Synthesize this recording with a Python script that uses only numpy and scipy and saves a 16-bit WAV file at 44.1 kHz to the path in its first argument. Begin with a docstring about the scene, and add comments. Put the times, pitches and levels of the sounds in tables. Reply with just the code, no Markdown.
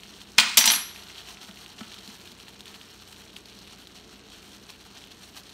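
"""On a stone kitchen counter, near a phone, a metal spoon is rapped once, then dropped: it bounces and rings.
Noise bursts shaped by the stone make its blows, decaying sine modes its ring, random impulses its chatter.
Something hot sizzles and pops close by all along: random impulses through resonances, and short rings.
An appliance hums with wavering tones over filtered noise, and three soft bumps come through the counter
as decaying sines with a noise rattle. Faint decaying noise serves as the echo of the room."""
import sys
import numpy as np
from scipy import signal
from scipy.fft import rfft, irfft
from scipy.io import wavfile
from scipy.ndimage import uniform_filter1d

SR = 44100
rng = np.random.default_rng(int(sys.argv[2]) if len(sys.argv) > 2 else 0)


def digitize_waveform(pressure):
    """Quantize a signal to 16-bit integers and store it at the path in sys.argv[1].

    Rows of a 2-D input are taken as channels; values are limited to [-1, 1].
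    """
    field = np.atleast_2d(pressure).T
    bounded = np.clip(field, -1, 1)
    quanta = np.round(bounded * 32767).astype(np.int16)
    wavfile.write(sys.argv[1], SR, quanta)


def rack_gain(trim_db):
    """Turn a fader trim in dB into the linear factor to multiply a signal by."""
    fader = np.asarray(trim_db, float)
    return 10 ** (fader / 20)


N = 243873
T = np.arange(N) / SR


def fade(t, t60):
    """Exponential decay: the level falls 60 dB in t60 seconds."""
    return np.exp(-np.log(1000) * t / t60)


def colour(x, points):
    """Minimum-phase filtering through (frequency [Hz], gain [dB]) points, by folding the cepstrum."""
    hz, db = np.transpose(points)
    size = 4096
    bin_hz = np.arange(size // 2 + 1) * SR / size
    gain_db = np.interp(np.log(bin_hz + 1), np.log(hz), db)
    cepstrum = irfft(gain_db * np.log(10) / 20)
    # folding negative times onto positive ones makes the response causal
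    cepstrum[1:size // 2] *= 2
    cepstrum[size // 2 + 1:] = 0
    response = irfft(np.exp(rfft(cepstrum)))
    return signal.fftconvolve(x, response)[:len(x)]


def band(x, hz, width):
    """Second-order resonance: its quality factor is the inverse of its relative bandwidth."""
    return signal.lfilter(*signal.iirpeak(min(hz, .4 * SR), 1 / max(width, .05), SR), x)


def unit(x):
    """Normalisation by signal power: scales to rms 1."""
    return x / np.sqrt(np.mean(x ** 2))


def walk(rate):
    """Low-passed noise: random steps at rate [Hz], smoothed twice, with rms 1."""
    k = int(SR / rate)
    steps = np.repeat(rng.standard_normal(N // k + 1), k)
    return unit(uniform_filter1d(uniform_filter1d(steps, k), k)[:N])


def add(out, s, sound):
    """Superposition: adds a sound into out at time s."""
    i = int(s * SR)
    out[i:i + len(sound)] += sound[:len(out) - i]


def appliance():
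    """Tonal and broadband machine noise: motor tones waver in level and phase over the rush of air."""
    # motor tones: (frequency [Hz], central rms level [dB])
    motor_tones = [(59.3, -65.5), (88.4, -67), (119.8, -67.5), (177.2, -69.5), (201.8, -62.5)]
    # spectrum of the rushing air: (frequency [Hz], relative gain [dB])
    air_spectrum = [(18, -30.5), (30, -1.5), (59, -5), (127, -12), (145, -5.5), (194, 0), (234, -3),
                    (276, -2), (456, -3.5), (500, -12), (613, -10.5), (855, -21.5), (2500, -21.5),
                    (3250, -29), (5500, -120)]
    tones = 0
    for hz, db in motor_tones:
        level = np.sqrt(2) * rack_gain(db + 1.9 * walk(5.9))
        tones = tones + level * np.sin(2 * np.pi * (hz * T + 0.11 * walk(5)))
    rush = unit(colour(rng.standard_normal(N), air_spectrum))
    return tones + rack_gain(-54.5 + 0.54 * walk(3.2)) * rush


def pop(db, hz):
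    """Bubble resonance: a few cycles swell and decay, with a noise tick and a spray of droplets."""
    t = T[:SR // 25]
    ring = np.sin(2 * np.pi * hz * t) * hz * t * fade(t, 5.2 / hz)
    tick = band(rng.standard_normal(len(t)), 1.7 * hz, 1.5) * fade(t, 0.0039)
    droplets = rng.standard_normal(len(t)) * rack_gain(5.8 * rng.standard_normal(len(t)))
    spray = band(droplets, 1.17 * hz, 1.0) * fade(t, 0.045)
    return rack_gain(db) * (ring / np.abs(ring).max() + 0.18 * tick + 0.17 * spray)


def sizzle():
    """Shot noise: random bubble bursts excite resonances of six sizes in flurries, over a fine hiss."""
    # steady strength of the sizzle: (time [s], rms level [dB])
    heat_course = [(0, -49), (.16, -50), (.33, -49), (.95, -46), (1.3, -47.5), (1.6, -50), (2.0, -47),
                   (2.4, -49.5), (2.9, -51), (3.6, -50), (4.2, -51), (4.6, -51), (5.0, -51), (5.3, -51.5),
                   (5.53, -51)]
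    # brief flare-ups and dips: (centre time [s], change of level [dB])
    flare_ups = [(.04, 0.5), (.22, -2), (1.15, 2), (1.29, 3.5), (1.43, 1.5), (1.64, 1.5), (1.79, 3),
                 (1.93, 4.5), (2.28, -3), (2.49, 2.5), (2.61, -1), (2.75, 2), (2.93, 2), (3.13, 3),
                 (3.39, 2.5), (3.59, 1.5), (4.13, 3.5), (4.3, 1.5), (4.701, 6), (4.97, 8), (5.12, 5),
                 (5.38, 7)]
    # spectrum of the sizzle: (frequency [Hz], relative gain [dB])
    sizzle_spectrum = [(400, -32), (700, 2.5), (2200, -4.5), (3100, 2), (3600, -1.5), (4280, 1.5),
                       (4950, -8), (5500, -4), (7650, -13), (8450, -11.5), (10400, -20.5), (11500, -16.5),
                       (15600, -22.5), (17000, -28)]
    # louder pops: (time [s], peak level of the ring [dB], ring frequency [Hz])
    loud_pops = [(0.0341, -28.5, 3000), (0.2163, -28.5, 3600), (0.961, -28.5, 2670), (0.9946, -34, 3180),
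                 (1.1023, -31, 2540), (1.1467, -34, 3710), (1.1592, -31, 3100), (1.2166, -36, 3240),
                 (1.287, -33, 2810), (1.3713, -33.5, 2530), (1.4314, -35, 3100), (1.5118, -31, 3100),
                 (1.5726, -32.5, 2970), (1.6619, -28.5, 3150), (1.724, -37, 3020), (1.7863, -32, 3100),
                 (1.8327, -30, 2940), (1.9185, -31, 3080), (1.9428, -28.5, 3350), (1.9828, -35, 3220),
                 (2.1532, -33.5, 3800), (2.2563, -33, 3150), (2.275, -29.5, 3280), (2.318, -32, 4260),
                 (2.4007, -30, 3070), (2.4828, -28.5, 3070), (2.607, -29.5, 3670), (2.6568, -28.5, 3370),
                 (2.7427, -31.5, 3140), (2.8134, -30.5, 3170), (3.363, -29.5, 3430), (3.3657, -25, 3080),
                 (3.5893, -33, 4330), (3.6747, -35.5, 4100), (3.8716, -31, 3730), (4.7032, -29, 4290),
                 (4.841, -39, 3920), (5.0398, -32, 3100), (5.1182, -33.5, 4070), (5.3827, -35, 3170),
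                 (5.4934, -32, 4050)]
    flare_s = 0.017
    small_pops_per_s, small_pop_hz, small_pop_octaves = 7, 3800, .25
    small_pop_db, small_pop_spread_db = 13.5, 3.5  # mean level over the steady strength, and its spread

    heat_db = np.interp(T, *np.transpose(heat_course))
    level_db = heat_db + sum(db * np.exp(-((T - s) / flare_s) ** 2) for s, db in flare_ups)
    together, crackle = walk(55), 0
    for hz in [1500, 2400, 3700, 5700, 8800, 13500]:
        # flurries are partly common to all sizes, partly each size's own
        flurry = rack_gain(4.5 * together + 2.7 * walk(30))
        size_db = np.minimum(4.2 * rng.exponential(size=N), 14)
        happens = rng.random(N) < 320 * np.sqrt(hz / 3700) * flurry / SR
        bursts = happens * rng.choice([-1, 1], N) * rack_gain(size_db)
        crackle = crackle + band(band(bursts, hz, 0.69), hz, 0.69)
    # each burst throws off a short spatter of droplets
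    spatter_power = signal.fftconvolve(crackle ** 2, fade(T[:SR // 50], 0.013))[:N]
    spatter = np.sqrt(np.abs(spatter_power)) * rng.standard_normal(N)
    crackle = unit(crackle) + 0.61 * unit(spatter)
    hiss = 0.39 * rng.standard_normal(N)
    out = unit(colour(unit(crackle) + hiss, sizzle_spectrum))
    # the treble wavers by itself
    treble = signal.sosfilt(signal.butter(2, 6500, "high", fs=SR, output="sos"), out)
    out = (out + treble * (rack_gain(1.0 * walk(11)) - 1)) * rack_gain(level_db)

    for s, db, hz in loud_pops:
        add(out, s, pop(db, hz))
    count = small_pops_per_s * N // SR
    starts = rng.integers(0, N, count)
    for i, (size, pitch) in zip(starts, rng.standard_normal((count, 2))):
        db = heat_db[i] + small_pop_db + small_pop_spread_db * size
        add(out, i / SR, pop(db, small_pop_hz * 2 ** (small_pop_octaves * pitch)))
    return out


def stone_colour(x, tilt_db):
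    """Spectral shaping by contact: the stone's colour, tilted by tilt_db per octave above 4 kHz."""
    # spectrum of metal on stone before the tilt: (frequency [Hz], relative gain [dB])
    clatter_spectrum = [(60, -27.5), (140, -25), (230, -3.5), (545, -29.5), (850, -3), (1790, -7),
                        (2300, -2), (3840, 0), (4760, -1.5), (9200, -8.5), (10200, -16), (12500, -24),
                        (15500, -15.5), (17000, -15)]
    return colour(x, [(f, d + tilt_db * max(np.log2(f / 4000), 0)) for f, d in clatter_spectrum])


def blows():
    """Impact noise: each blow is a spray of tiny contacts on the stone, with a modal knock of the counter."""
    # spoon on stone: (time [s], relative level [dB], treble tilt [dB per octave])
    blow_times = [(0.382, -3, 0), (0.3856, 0.5, -4), (0.3915, -8, -6), (0.3986, -7.5, 1),
                  (0.404, -12, -0.5), (0.5713, -6, 5), (0.5741, -2.5, 0.5), (0.5789, -3, 4.5),
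                  (0.5822, -4.5, 3.5), (0.5883, -7.5, 1.8), (0.6116, -12, -3.5), (0.6405, -12, -3.5),
                  (0.6565, -7, 6), (0.6756, -5.5, -1.5), (0.684, -12.5, -1), (0.701, -8, -1.5),
                  (0.7094, -13.5, -5), (0.717, -13.5, -0.5), (0.7361, -16.5, -5.5)]
    # knock under each blow: (frequency [Hz], level relative to the blow [dB], t60 [s])
    counter_modes = [(235, -34.5, 0.098), (682, -30, 0.078), (887, -27, 0.09), (1956, -34, 0.054)]
    out, t = np.zeros(N), T[:SR // 2]
    for s, db, tilt_db in blow_times:
        contacts = rng.standard_normal(len(t)) * rack_gain(2.3 * rng.standard_normal(len(t)))
        stone = stone_colour(contacts, tilt_db)
        clack_hz = 4100 * 2 ** (0.15 * tilt_db)  # brighter blows clack higher
        stone = unit(unit(stone) + unit(band(stone, clack_hz, 0.93)))
        add(out, s, rack_gain(db) * stone * fade(t, 0.024) * np.minimum(t / 0.00048, 1))
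        knock = sum(rack_gain(db + mode_db) * fade(t, t60) * np.sin(2 * np.pi * hz * t)
                    for hz, mode_db, t60 in counter_modes)
        add(out, s, knock)
    return out


def ringing():
    """Modal vibration: each kick excites the spoon's modes and stifles what rang before."""
    # modes of the steel: (frequency [Hz], relative level [dB], free t60 [s])
    spoon_modes = [(2530, -7, .25), (3820, -6, .22), (4600, -8, .25), (5090, -9, .25), (5861, -4, .5),
                   (5846, 0, .5), (6237, -13, .3), (6490, -10, .2), (8210, -12, .25), (8949, -1, .45),
                   (10810, -4, .33), (10845, -5, .42), (11584, -8, .5), (11830, -15, .2), (12777, -2, .28),
                   (12792, -7, .28), (15200, -13, .16)]
    # kicks on the loose spoon: (time [s], relative level [dB], favoured frequency [Hz],
    # share of the free ring time [ratio])
    spoon_kicks = [(.572, -11, 13000, 0.87), (0.578, -26, 5900, 0.43), (.605, -23, 5900, .9),
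                   (.66, -23, 12000, .5), (0.67, -22, 5870, 1), (.684, -23, 5900, .9),
                   (0.706, -24, 10500, 1), (.718, -19.5, 11800, 0.87), (.737, -32.5, 5960, 0.93)]
    fall_db_per_octave = 19  # away from the favoured frequency
    out, t = np.zeros(N), T[:SR // 2]
    # the spoon rocks as it rings, so each mode reaches the phone unevenly
    rocking = [rack_gain(2.7 * walk(44.5)) for _ in spoon_modes]
    for s, kick_db, kick_hz, share in spoon_kicks:
        touches = sum(np.clip((t - later + s) / 0.0025, 0, 1) for later, *_ in spoon_kicks if later > s)
        ring = 0
        for (hz, db, t60), rock in zip(spoon_modes, rocking):
            mode_db = db + kick_db - fall_db_per_octave * abs(np.log2(hz / kick_hz))
            mode = rack_gain(mode_db) * fade(t, t60 * share) * np.sin(2 * np.pi * hz * t)
            ring = ring + mode * rock[int(s * SR):][:len(t)]
        # every later kick takes 5 dB off this ring
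        add(out, s, ring * rack_gain(-5.0 * touches) * np.minimum(t / .0015, 1))
    return out


def chatter():
    """Random impulse train: thousands of light uneven touches a second, coloured like the blows."""
    # spells of chatter: (start [s], end [s], level at start [dB], level at end [dB],
    # treble tilt [dB per octave])
    chatter_spells = [(0.383, 0.547, -28.5, -37.5, -3.5), (0.578, 0.622, -31, -26, -2.5),
                      (0.656, 0.76, -23.5, -29, 2)]
    rise_db_per_s, fall_db_per_s = 2499, 455  # slopes before and after each spell
    touches = (rng.random(N) < 2500 * rack_gain(3.0 * walk(150)) / SR) * rng.standard_normal(N)
    out = 0
    for start, end, start_db, end_db, tilt_db in chatter_spells:
        db = np.interp(T, [start, end], [start_db, end_db])
        db = db - rise_db_per_s * np.maximum(start - T, 0) - fall_db_per_s * np.maximum(T - end, 0)
        out = out + rack_gain(db) * unit(stone_colour(touches, tilt_db))
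    return out


def bumps():
    """Damped oscillation: a dull knock through the counter, with a soft noise rattle from 12 ms earlier."""
    # soft bumps: (time [s], knock level [dB], knock frequency [Hz], knock t60 [s], rattle level [dB])
    soft_bumps = [(1.49, -37.5, 187, 0.087, -38), (1.8114, -28.5, 222, 0.059, -32),
                  (2.081, -35, 215, 0.056, -52)]
    out, t = np.zeros(N), T[:SR // 4]
    for s, db, hz, t60, rattle_db in soft_bumps:
        knock = np.sin(2 * np.pi * hz * t) * fade(t, t60) * np.minimum(t / 0.0028, 1)
        add(out, s, -rack_gain(db) * knock)
        rattle = unit(band(band(rng.standard_normal(len(t)), 1030, 2.7), 900, 2.7))
        envelope = np.minimum(t / 0.015, 1) ** 1.7 * fade(np.maximum(t - .012, 0), 0.015)
        add(out, s - .012, rack_gain(rattle_db) * rattle * envelope)
    return out


def kitchen(x):
    """Diffuse reverberation: convolution with noise bands, each with its own exponential decay."""
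    # echo bands: (centre frequency [Hz], t60 [s], relative level before the frequency weight [dB])
    echo_bands = [(176, 0.3, 2.5), (500, 0.3, 6.5), (1490, 0.47, 4.5), (3380, 0.55, -3.5),
                  (6700, 0.47, -5.5), (13100, 0.18, 5)]
    t, tail = T[:SR], 0
    for hz, t60, db in echo_bands:
        noise = unit(band(band(rng.standard_normal(SR), hz, 0.92), hz, 0.92))
        tail = tail + rack_gain(db) * noise * fade(t, t60) * np.sqrt(hz / 3500)
    return signal.fftconvolve(x, tail * np.minimum(t / 0.0037, 1))[:N]


def scene():
    """Linear superposition: direct sounds, their echo and the appliance add up."""
    hum = appliance()
    hot = sizzle()
    struck = blows() + ringing() + chatter() + bumps()
    echo = kitchen(rack_gain(-47) * struck + rack_gain(-51) * hot)
    return (struck + hot + echo + hum)[None]


def band_limit(x):
    """A steep low-pass at the top of the band."""
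    return signal.sosfilt(signal.butter(12, 16650, fs=SR, output="sos"), x)


def record(dry):
    """Saturation and band limiting: the phone rounds the loudest peaks and cuts deep bass and top."""
    low_cut = signal.butter(8, 43, "high", fs=SR, output="sos")
    top_cut = signal.ellip(12, .5, 45, 15680, fs=SR, output="sos")
    rounded = np.tanh(1.172 * dry) / 1.263
    mix = signal.sosfilt(np.vstack([low_cut, top_cut]), rounded)
    return band_limit(mix)


dry = scene()
out = record(dry)
digitize_waveform(out)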